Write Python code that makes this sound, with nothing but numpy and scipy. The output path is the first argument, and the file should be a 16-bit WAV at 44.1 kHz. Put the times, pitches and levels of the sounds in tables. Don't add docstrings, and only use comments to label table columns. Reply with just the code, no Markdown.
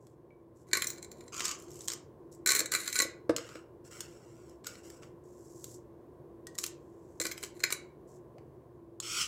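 import sys
import numpy as np
from scipy import signal
from scipy.fft import rfft, irfft
from scipy.io import wavfile
from scipy.ndimage import uniform_filter1d, map_coordinates

SR = 44100
rng = np.random.default_rng(int(sys.argv[2]) if len(sys.argv) > 2 else 0)


def dump_mix(stems):
    frames = np.atleast_2d(stems).T
    limited = np.clip(frames, -1, 1)
    pcm = np.round(limited * 32767).astype(np.int16)
    wavfile.write(sys.argv[1], SR, pcm)


N = 408807
TIME = np.arange(N) / SR


# (time [s], level [dB], low clunk against clink [dB], top-treble sparkle against clink [dB])
BOX_LANDINGS = [(0.713, -56.5, 4, -12), (0.7317, -24, -1, -10), (0.7519, -33, 0, -10),
                (0.7704, -34, 0, -1.5), (0.8203, -31.5, -2.5, -3.5), (0.8424, -37, -4.5, -5),
                (0.8698, -30, -24, -10), (0.9018, -36, -15, -7), (0.9815, -52, -6, -13),
                (1.0267, -44, -12, -10.5), (1.0451, -49, -9, -10), (1.1152, -48, -10.5, -9),
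                (1.2072, -56, -3, -11), (1.2795, -53, -8, -17), (2.4606, -29, -1.5, -2),
                (2.4722, -26, -8, -9), (2.4895, -26, -7, -14), (2.5041, -26, -5.5, -8),
                (2.5185, -25, -6, -7), (2.5499, -28, -5.5, -3), (2.5621, -30, -4, -4),
                (2.592, -25, -13, -8), (2.6034, -29.5, -4.5, -7), (2.6579, -36, -6.5, -9),
                (2.7189, -31, -5, -4), (2.7492, -28, -1, -5.5), (2.8767, -33.5, -6, -8),
                (2.927, -33.5, -8, -8), (2.9554, -32, -3, -7), (2.9887, -24, -10, -10),
                (3.0003, -28, 1, -15), (3.0201, -27.5, -9.5, -5.5), (7.1996, -31.5, -9, -10),
                (7.2136, -33.5, -5.5, -8), (7.2526, -36.5, 1, -5), (7.3137, -44, 4, -6),
                (7.4279, -46, 1.5, 0), (7.6028, -49, -2, -12), (7.6374, -27, 3, -7.5),
                (7.724, -30.5, -2.5, -1)]
# (frequency [Hz], energy [dB], t60 [s])
BOX_MODES = [(384, -10, .035), (490, -13, 0.012), (1108, -12, 0.09), (1477, -5.5, 0.039),
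             (1690, -4.5, 0.017), (1917, -3.5, 0.021), (2025, -1.5, 0.026), (2160, -4.5, 0.032),
             (2300, -3.5, 0.049), (2470, -6.5, .018), (3688, -10.5, 0.0097), (3990, -1.5, .015),
             (4110, 1.5, .015), (4340, -4, 0.011), (5050, -15.5, 0.011), (6140, -6, 0.025),
             (6730, -4, .013), (7010, -1, 0.02), (7100, -2, .02), (7400, 2, 0.024), (7930, -6.5, 0.0095),
             (8100, -5.5, 0.016), (9600, 0, 0.02), (11640, -4.5, 0.006), (12150, -8, 0.011),
             (12500, -7, 0.01), (14520, -10, 0.0063)]
# (frequency [Hz], spectrum level [dB per Hz])
METAL_CONTACT = [(150, -13), (380, -2), (850, -16.5), (1120, -1.5), (2300, -1.5), (3300, -7.5),
                 (4600, -7.5), (5800, -1.5), (7500, 2.5), (8900, -6), (12000, -4.5), (15000, -7.5),
                 (16500, -30)]


def box_clinks(level_db=-.5, crack_db=-3, own_db=-8, spread_db=3.5, detune=.013, buzz_t60=.015):
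    out = np.zeros(N)
    contact = click(METAL_CONTACT)
    pile_hits = stray_hits(CHAIN_PILES, gap_s=.02, above_db=6, weight_db=-5, sparkle_db=-8)
    for s, db, *colour in BOX_LANDINGS + pile_hits:
        box_ring = modes(BOX_MODES, spread_db, detune)
        piece_ring = gain_of(own_db) * trinket(t60=0.021)
        crack = gain_of(crack_db) * ring(chatter(buzz_t60), contact)
        clink = strike(box_ring + piece_ring + crack, registers(db + level_db, *colour))
        contacts = touches(s, BOX_LANDINGS, lead_s=.004, lead_db=-17, bounce_s=.008, bounce_db=-15)
        for at, touch_db in contacts:
            add(out, at, gain_of(touch_db) * clink)
    return out


# (start [s], length [s], level [dB], swell from start to end [dB])
CHAIN_PILES = [(.668, .05, -70, 2.5), (.735, 0.13, -53, -9), (.88, .11, -65, -12), (1.1, .18, -77, 6),
               (2.462, 0.13, -38, -6), (2.72, 0.037, -36.5, 0), (2.785, .12, -48, -3),
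               (2.94, 0.083, -40.5, -0.5), (7.2, .085, -52, 0), (7.42, 0.029, -57, 1.5),
               (7.54, .17, -65.5, 10)]


def piling(level_db=-1, per_s=700, size_db=4, dry_db=-4, count=6):
    on_box = 0
    for _ in range(count):
        spot = modes(BOX_MODES, spread_db=6.5, detune=0.01)
        on_box = on_box + ring(links(per_s / count, size_db), spot)
    on_links = ring(links(per_s, size_db), click(METAL_CONTACT))
    settling = motion(CHAIN_PILES, attack_s=.004, release_db_per_s=400)
    return gain_of(level_db) * (evened(on_box) + gain_of(dry_db) * evened(on_links)) * settling


# (time [s], level [dB], low clunk against clink [dB], top-treble sparkle against clink [dB])
SMALL_KNOCKS = [(0.0683, -65.5, -7, -4), (1.4048, -37.5, 2, -11), (1.4545, -30, -12, -13),
                (1.8072, -44, -21, -23), (1.8823, -29, -15.5, -13), (1.9008, -36.5, -10.5, -16),
                (1.918, -38, -10, -12), (1.9341, -38, -15, -9.5), (3.3637, -31, -10, -12),
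                (3.382, -45, 4.5, -11), (3.49, -56, 1, -14), (3.555, -58, 8, -12),
                (4.0058, -38, -11.5, -7.5), (4.495, -63, -14, -5), (4.6446, -52.5, -3, -14),
                (4.6687, -37.5, -9, -6.5), (4.754, -60, 5.5, -9), (4.901, -54.5, -5, -5),
                (5.0319, -62, 7.5, -16), (5.6419, -42, -18, -6), (6.469, -46, -10, -8),
                (6.552, -53, -14, -8), (6.5859, -31.5, -12.5, -7), (6.639, -32, -8, -6),
                (6.6637, -39, -15, -2), (7.2664, -36, -10, -6), (7.32, -42, -10, -8), (7.3779, -48, 2, -5),
                (7.436, -39, -5, -7.5), (7.7042, -41, 2, -6), (8.3826, -72.5, 11, -5.5),
                (9.001, -34.5, -15, -14)]


def link_ticks(level_db=-.5, snap_db=-4, own_db=-5, buzz_t60=0.012):
    out = np.zeros(N)
    contact = click(METAL_CONTACT)
    bracelet_pulls = [row for row in CHAIN_PULLS if row[-1] == "bracelet"]
    snags = stray_hits(bracelet_pulls, gap_s=.017, above_db=4, weight_db=-10, sparkle_db=-12)
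    rattles = [(start, length, db + rattle_db, swell_db)
               for start, length, db, swell_db, rattle_db in HANGING_CHAIN]
    swings = stray_hits(rattles, gap_s=.018, above_db=0, weight_db=-22, sparkle_db=-7)
    for s, db, *colour in SMALL_KNOCKS + snags + swings:
        sound = chatter(buzz_t60) + gain_of(own_db) * trinket(t60=0.013)
        sound[0] += gain_of(snap_db)
        tick = strike(ring(sound, contact), registers(db + level_db, *colour))
        contacts = touches(s, SMALL_KNOCKS, lead_s=.0045, lead_db=-13, bounce_s=.007, bounce_db=-15)
        for at, touch_db in contacts:
            add(out, at, gain_of(touch_db) * tick)
    return out


# (time [s], frequency [Hz], peak level [dB], t60 [s])
FREE_NOTES = [(0.306, 2290, -60, 0.098), (0.870, 5670, -40, 0.089), (0.870, 15400, -42, 0.17),
              (6.469, 1893, -51, 0.1), (6.552, 1910, -57, 0.11), (7.314, 14500, -43, 0.074)]


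def pings(level_db=0):
    out, t = np.zeros(N), TIME[:SR // 2]
    for s, hz, peak_db, t60 in FREE_NOTES:
        note = decay(t, t60) * np.sin(2 * np.pi * hz * t)
        add(out, s, gain_of(peak_db + level_db) * note)
    return out


# (start [s], length [s], level [dB], swell from start to end [dB],
# pressure on the board [dB], chain [name])
CHAIN_PULLS = [(1.32, .195, -43, 7, -2, "bracelet"), (1.59, .25, -69, 4, 0, "bracelet"),
               (1.875, .065, -54, 2, -2, "bracelet"), (3.364, .21, -63, -3, 6, "necklace"),
               (3.84, 0.032, -61.5, 1, -7, "necklace"), (3.906, .15, -57.5, -4, -1, "necklace"),
               (4.078, .45, -71, -3.5, -2, "necklace"), (4.651, .14, -59, -12, -1, "necklace"),
               (4.83, .14, -62, -5, -6, "necklace"), (5.015, 0.021, -64, -4, 2, "necklace"),
               (9.02, .2, -40, 14, -2, "fine")]
# (frequency [Hz], spectrum level [dB per Hz])
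BRACELET_COLOUR = [(150, -15), (420, -3.5), (830, -13), (1100, 6), (1420, 5), (1800, -10), (2350, 0),
                   (3200, -2), (3850, -24), (4600, -1.5), (5600, -5), (6600, 5), (7800, -1), (9200, -17),
                   (16000, -23)]
NECKLACE_COLOUR = [(710, -35), (1200, -7), (1410, 3), (1720, -10), (2300, -8.5), (2480, -15.5), (2760, -7),
                   (3590, -20.5), (5070, -11.5), (5470, -6), (6510, -12), (7570, -3.5), (9110, -18.5),
                   (12500, -21.5), (16000, -22)]
FINE_COLOUR = [(150, -17), (400, -13), (780, -28), (1100, -11), (1400, 3.5), (1700, -15), (2450, -2),
               (3050, 1.5), (3700, -11), (5600, -2), (6300, -5.5), (7600, -4), (9300, -14), (16000, -24)]


def drag(chain, colour, per_s, size_db, level_db, count=4):
    trips = 0
    for _ in range(count):
        collisions = links(per_s / count, size_db)
        note = chatter(t60=0.0024, size=1024) + trinket(t60=.012)[:1024]
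        trips = trips + ring(collisions, note)
    scrape = under_hand(ring(evened(trips) + links(per_s, size_db), click(colour)))
    fizz = evened(band(scrape, 4000, "high"))
    board = evened(band(scrape, 4000, "low"))
    out = np.zeros(N)
    for *move, pressure_db, name in CHAIN_PULLS:
        if name == chain:
            pull = motion([move], attack_s=0.0091, release_db_per_s=300)
            out += (fizz + gain_of(pressure_db) * board) * pull
    return gain_of(level_db) * out


# (start [s], length [s], level [dB], swell from start to end [dB],
# larger links above the whisper [dB])
HANGING_CHAIN = [(0, .13, -82, -4, 0), (.55, 0.072, -75, 3, -6), (1.58, .06, -62, 0, 4),
                 (1.69, .17, -62, 8, 7), (2.313, 0.042, -63, -7, 1), (5.23, 0.52, -66, 20, -6),
                 (6.585, .1, -52, -4, 4), (6.8, .38, -80.5, 9, -3), (7.21, .08, -52, -3, 5),
                 (7.36, .11, -61, 6, 4), (7.7, .035, -50, 4, 3), (8.07, 0.091, -70, 3, -8)]
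# (frequency [Hz], spectrum level [dB per Hz])
SLITHER_COLOUR = [(1500, -35.5), (3500, -24), (5500, -4), (6500, -2), (7600, 2), (8800, -9), (11000, -10),
                  (16000, -19)]


def dangling(level_db=-1):
    whisper = evened(ring(links(per_s=2800, spread_db=3.5), click(SLITHER_COLOUR)))
    return gain_of(level_db) * whisper * motion(HANGING_CHAIN, attack_s=.008, release_db_per_s=450)


# (time [s], peak level [dB])
TABLE_BUMPS = [(2.598, -38.5), (2.611, -33), (2.641, -41), (3.022, -36), (3.050, -34), (3.294, -15),
               (3.3043, -25.5), (3.392, -42), (3.554, -38), (7.203, -32), (7.252, -35.5)]
# (frequency [Hz], energy [dB], t60 [s])
BOARD_MODES = [(145, -18.5, 0.23), (230, -15, 0.11), (329.7, 4, 0.08), (352, 1, .06), (446, -0.5, 0.037),
               (510, -2.5, 0.045), (645, -6.5, 0.068)]
# (frequency [Hz], spectrum level [dB per Hz])
THUD_COLOUR = [(60, -28.5), (200, -9.5), (330, -0.5), (550, -4), (800, -20), (1150, -14.5), (1480, -12.5),
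               (2000, -24), (3000, -28), (6000, -30.5), (16000, -51)]


def bumps(level_db=1, push_db=-3, push_t60=0.027):
    thud = modes(BOARD_MODES, size=12000)
    push = ring(chatter(push_t60), click(THUD_COLOUR))
    add(thud, 0, gain_of(push_db) * push)
    thud *= 1 - np.exp(-TIME[:len(thud)] / 0.00092)
    out = np.zeros(N)
    for s, peak_db in TABLE_BUMPS:
        add(out, s, gain_of(peak_db + level_db) * thud / abs(thud).max())
    return out


def squeak(start=8.335, length=.06, from_hz=430, to_hz=950, level_db=-52, rough=.03):
    u = TIME[:round(length * SR)] / length
    waver = evened(uniform_filter1d(rng.standard_normal(SR), size=60))[:len(u)]
    hz = (from_hz + (to_hz - from_hz) * u ** 2) * (1 + rough * waver)
    out = np.zeros(N)
    add(out, start, gain_of(level_db) * np.sin(np.pi * u) * np.sin(2 * np.pi * np.cumsum(hz) / SR))
    return out


def room(x, count=3):
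    turn = 2 * np.pi * 4 * TIME
    out = 0
    for k in range(count):
        share = np.sqrt(2 / count) * np.cos(turn + np.pi * k / count)
        out = out + ring(x * share, echoes())
    return out


# (frequency [Hz], t60 [s])
ROOM_DECAY = [(200, .35), (1500, .38), (4000, .29), (8000, .22), (15000, 0.11)]


def echoes(tail_db=-11.5, early_db=-10, early_t60=0.059, dull_hz=12000, size=26000):
    hz, frame_s, z = signal.stft(rng.standard_normal(size), SR, nperseg=256)
    z = z * decay(frame_s, read(ROOM_DECAY, hz)[:, None])
    z = z / np.hypot(1, hz / dull_hz)[:, None]
    t = TIME[:size]
    tail = signal.istft(z, SR, nperseg=256)[1][:size] * (1 - np.exp(-t / 0.0043))
    sparse = rng.standard_normal(size) * (rng.random(size) < 900 / SR)
    early = band(sparse * (t > .002) * decay(t, early_t60), 800, "high", order=2)
    return gain_of(tail_db) * tail / np.linalg.norm(tail) + gain_of(early_db) * early / np.linalg.norm(early)


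# (frequency [Hz], spectrum level [dB per Hz])
AIR_COLOUR = [(20, -34.5), (40, -12.5), (65, -0.5), (130, -1.5), (190, -4.5), (280, -3.5), (350, 2.5),
              (480, -1.5), (650, -8.5), (820, -16), (1050, -10), (1250, -26), (1600, -26.5), (2500, -38),
              (5000, -43.5), (16000, -43)]
# (time [s], level [dB])
AIR_COURSE = [(0, -59), (.5, -59.5), (.9, -53.5), (3, -56.5), (5, -55), (7, -55), (8.5, -55), (9.27, -59)]
# (frequency [Hz], width [Hz], level [dB])
FAN_HUM = [(120, 4.8, -68), (144.3, 6.3, -68), (336.4, 3.6, -59.5), (357.8, 9.1, -62)]


def room_tone(hum_db=0):
    hz = np.fft.rfftfreq(N, 1 / SR)
    air = evened(irfft(rfft(rng.standard_normal(N)) * gain_of(read(AIR_COLOUR, hz)), N))
    level = gain_of(np.interp(TIME, *np.transpose(AIR_COURSE)))
    stir = rfft(rng.standard_normal(N))
    hum = 0
    for f, width, db in FAN_HUM:
        resonance = 1 / (1 + (2 * (hz - f) / width) ** 2)
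        hum = hum + gain_of(db) * evened(irfft(stir * resonance, N))
    return air * level + gain_of(hum_db) * hum * evened(level)


def modes(table, spread_db=0, detune=0, size=4096):
    hz, db, t60 = np.array(table).T[:, :, None]
    t = np.arange(size) / SR
    weight = gain_of(db + spread_db * rng.standard_normal(db.shape)) / np.sqrt(t60)
    hz = hz * (1 + detune * rng.standard_normal(db.shape))
    sign = (-1) ** np.arange(len(db))[:, None]
    out = (sign * weight * decay(t, t60) * np.sin(2 * np.pi * hz * t)).sum(0)
    return out / np.linalg.norm(out)


def trinket(t60, count=10):
    return modes([(hz, 0, t60) for hz in rng.uniform(4200, 15800, count)], spread_db=3)


def chatter(t60, size=4096):
    out = rng.standard_normal(size) * decay(np.arange(size) / SR, t60)
    return out / np.linalg.norm(out)


def strike(sound, levels_db, rise_s=0.00087, size=220):
    sound = sound * (1 - np.exp(-TIME[:len(sound)] / rise_s))
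    edges_hz = [0, 3000, 5400, 9000, 17000]
    hz = np.fft.rfftfreq(2 * len(sound), 1 / SR)
    spectrum, out = rfft(sound, 2 * len(sound)), 0
    for db, low, high in zip(levels_db, edges_hz, edges_hz[1:]):
        window = uniform_filter1d(((hz >= low) & (hz < high)) * 1., size=150)
        part = irfft(spectrum * window)[:len(sound)]
        out = out + gain_of(db) * part / np.sqrt(np.mean(part[:size] ** 2))
    return out


def registers(level_db, weight_db, sparkle_db, ring_db=-1, ring_share=.45):
    return level_db + np.array([weight_db, ring_db + ring_share * weight_db, 0, sparkle_db])


def touches(s, hits, lead_s, lead_db, bounce_s, bounce_db):
    lead, bounce = rng.uniform(.5, 1.5, 2)
    in_contact = any(.025 < s - row[0] < .2 for row in hits)
    graze = [(s - lead_s * lead, lead_db)] if in_contact else []
    return graze + [(s, 0), (s + bounce_s * bounce, bounce_db)]


def stray_hits(moves, gap_s, above_db, weight_db, sparkle_db, scatter_db=4, count=40):
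    hits = []
    for start, length, level_db, swell_db, *_ in moves:
        after = np.cumsum(gap_s * (.5 + rng.random(count)))
        luck_db = scatter_db * rng.uniform(-1, 1, (count, 2))
        for t, (level_luck, weight_luck) in zip(after, luck_db):
            if t < length:
                hit_db = level_db + swell_db * (t / length - .5) + above_db + level_luck
                hits.append((start + t, hit_db, weight_db + weight_luck, sparkle_db))
    return hits


def links(per_s, spread_db):
    size = gain_of(spread_db * np.minimum(rng.exponential(1, N), 4))
    return evened(size * rng.choice([-1, 1], N) * (rng.random(N) < per_s / SR))


def motion(moves, attack_s, release_db_per_s):
    out, t = np.zeros(N), TIME[:SR]
    for start, length, level_db, swell_db, *_ in moves:
        swell = swell_db * (np.minimum(t / length, 1) - .5)
        release = release_db_per_s * np.maximum(t - length, 0)
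        add(out, start, np.minimum(t / attack_s, 1) * gain_of(level_db + swell - release))
    return out


def under_hand(x, echo=0.45):
    knots = np.linspace(0, TIME[-1], 90)
    delay_s = np.interp(TIME, knots, rng.uniform(.0007, .0012, len(knots)))
    return x + min(echo, .9) * map_coordinates(x, [(TIME - delay_s) * SR], order=3)


def click(colour, size=1024):
    log_gain = np.log(gain_of(read(colour, abs(np.fft.fftfreq(size, 1 / SR)))))
    pulse = np.fft.ifft(np.exp(np.conj(signal.hilbert(log_gain)))).real[:size // 2]
    return pulse / np.linalg.norm(pulse)


def decay(t, t60):
    return np.exp(-np.log(1000) * t / t60)


def gain_of(db):
    return 10 ** (np.asarray(db) / 20)


def evened(x):
    return x / np.sqrt(np.mean(x ** 2) + 1e-20)


def read(points, hz):
    f, value = np.transpose(points)
    return np.interp(np.log(hz + 1), np.log(f + 1), value)


def add(mix, s, sound):
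    part = mix[max(round(s * SR), 0):][:len(sound)]
    part += sound[:len(part)]


def ring(x, response):
    return signal.oaconvolve(x, response)[:len(x)]


def band(x, hz, kind, order=4):
    return signal.sosfilt(signal.butter(order, hz, kind, fs=SR, output="sos"), x)


def scene():
    chains = (drag("bracelet", BRACELET_COLOUR, per_s=900, size_db=4.0, level_db=-3.5)
              + drag("necklace", NECKLACE_COLOUR, per_s=1800, size_db=3.3, level_db=-1)
              + drag("fine", FINE_COLOUR, per_s=3000, size_db=2.5, level_db=-2.5))
    box = box_clinks() + piling()
    handling = box + link_ticks() + pings() + chains + dangling() + bumps() + squeak()
    return (handling + room(handling) + room_tone())[None]


def record(dry):
    thin = band(dry, 38, "high", order=2)
    lowpass = signal.firwin(511, 15900, window=("kaiser", 8), fs=SR)
    return signal.oaconvolve(thin, lowpass[None], "same")


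dry = scene()
out = record(dry)
dump_mix(out)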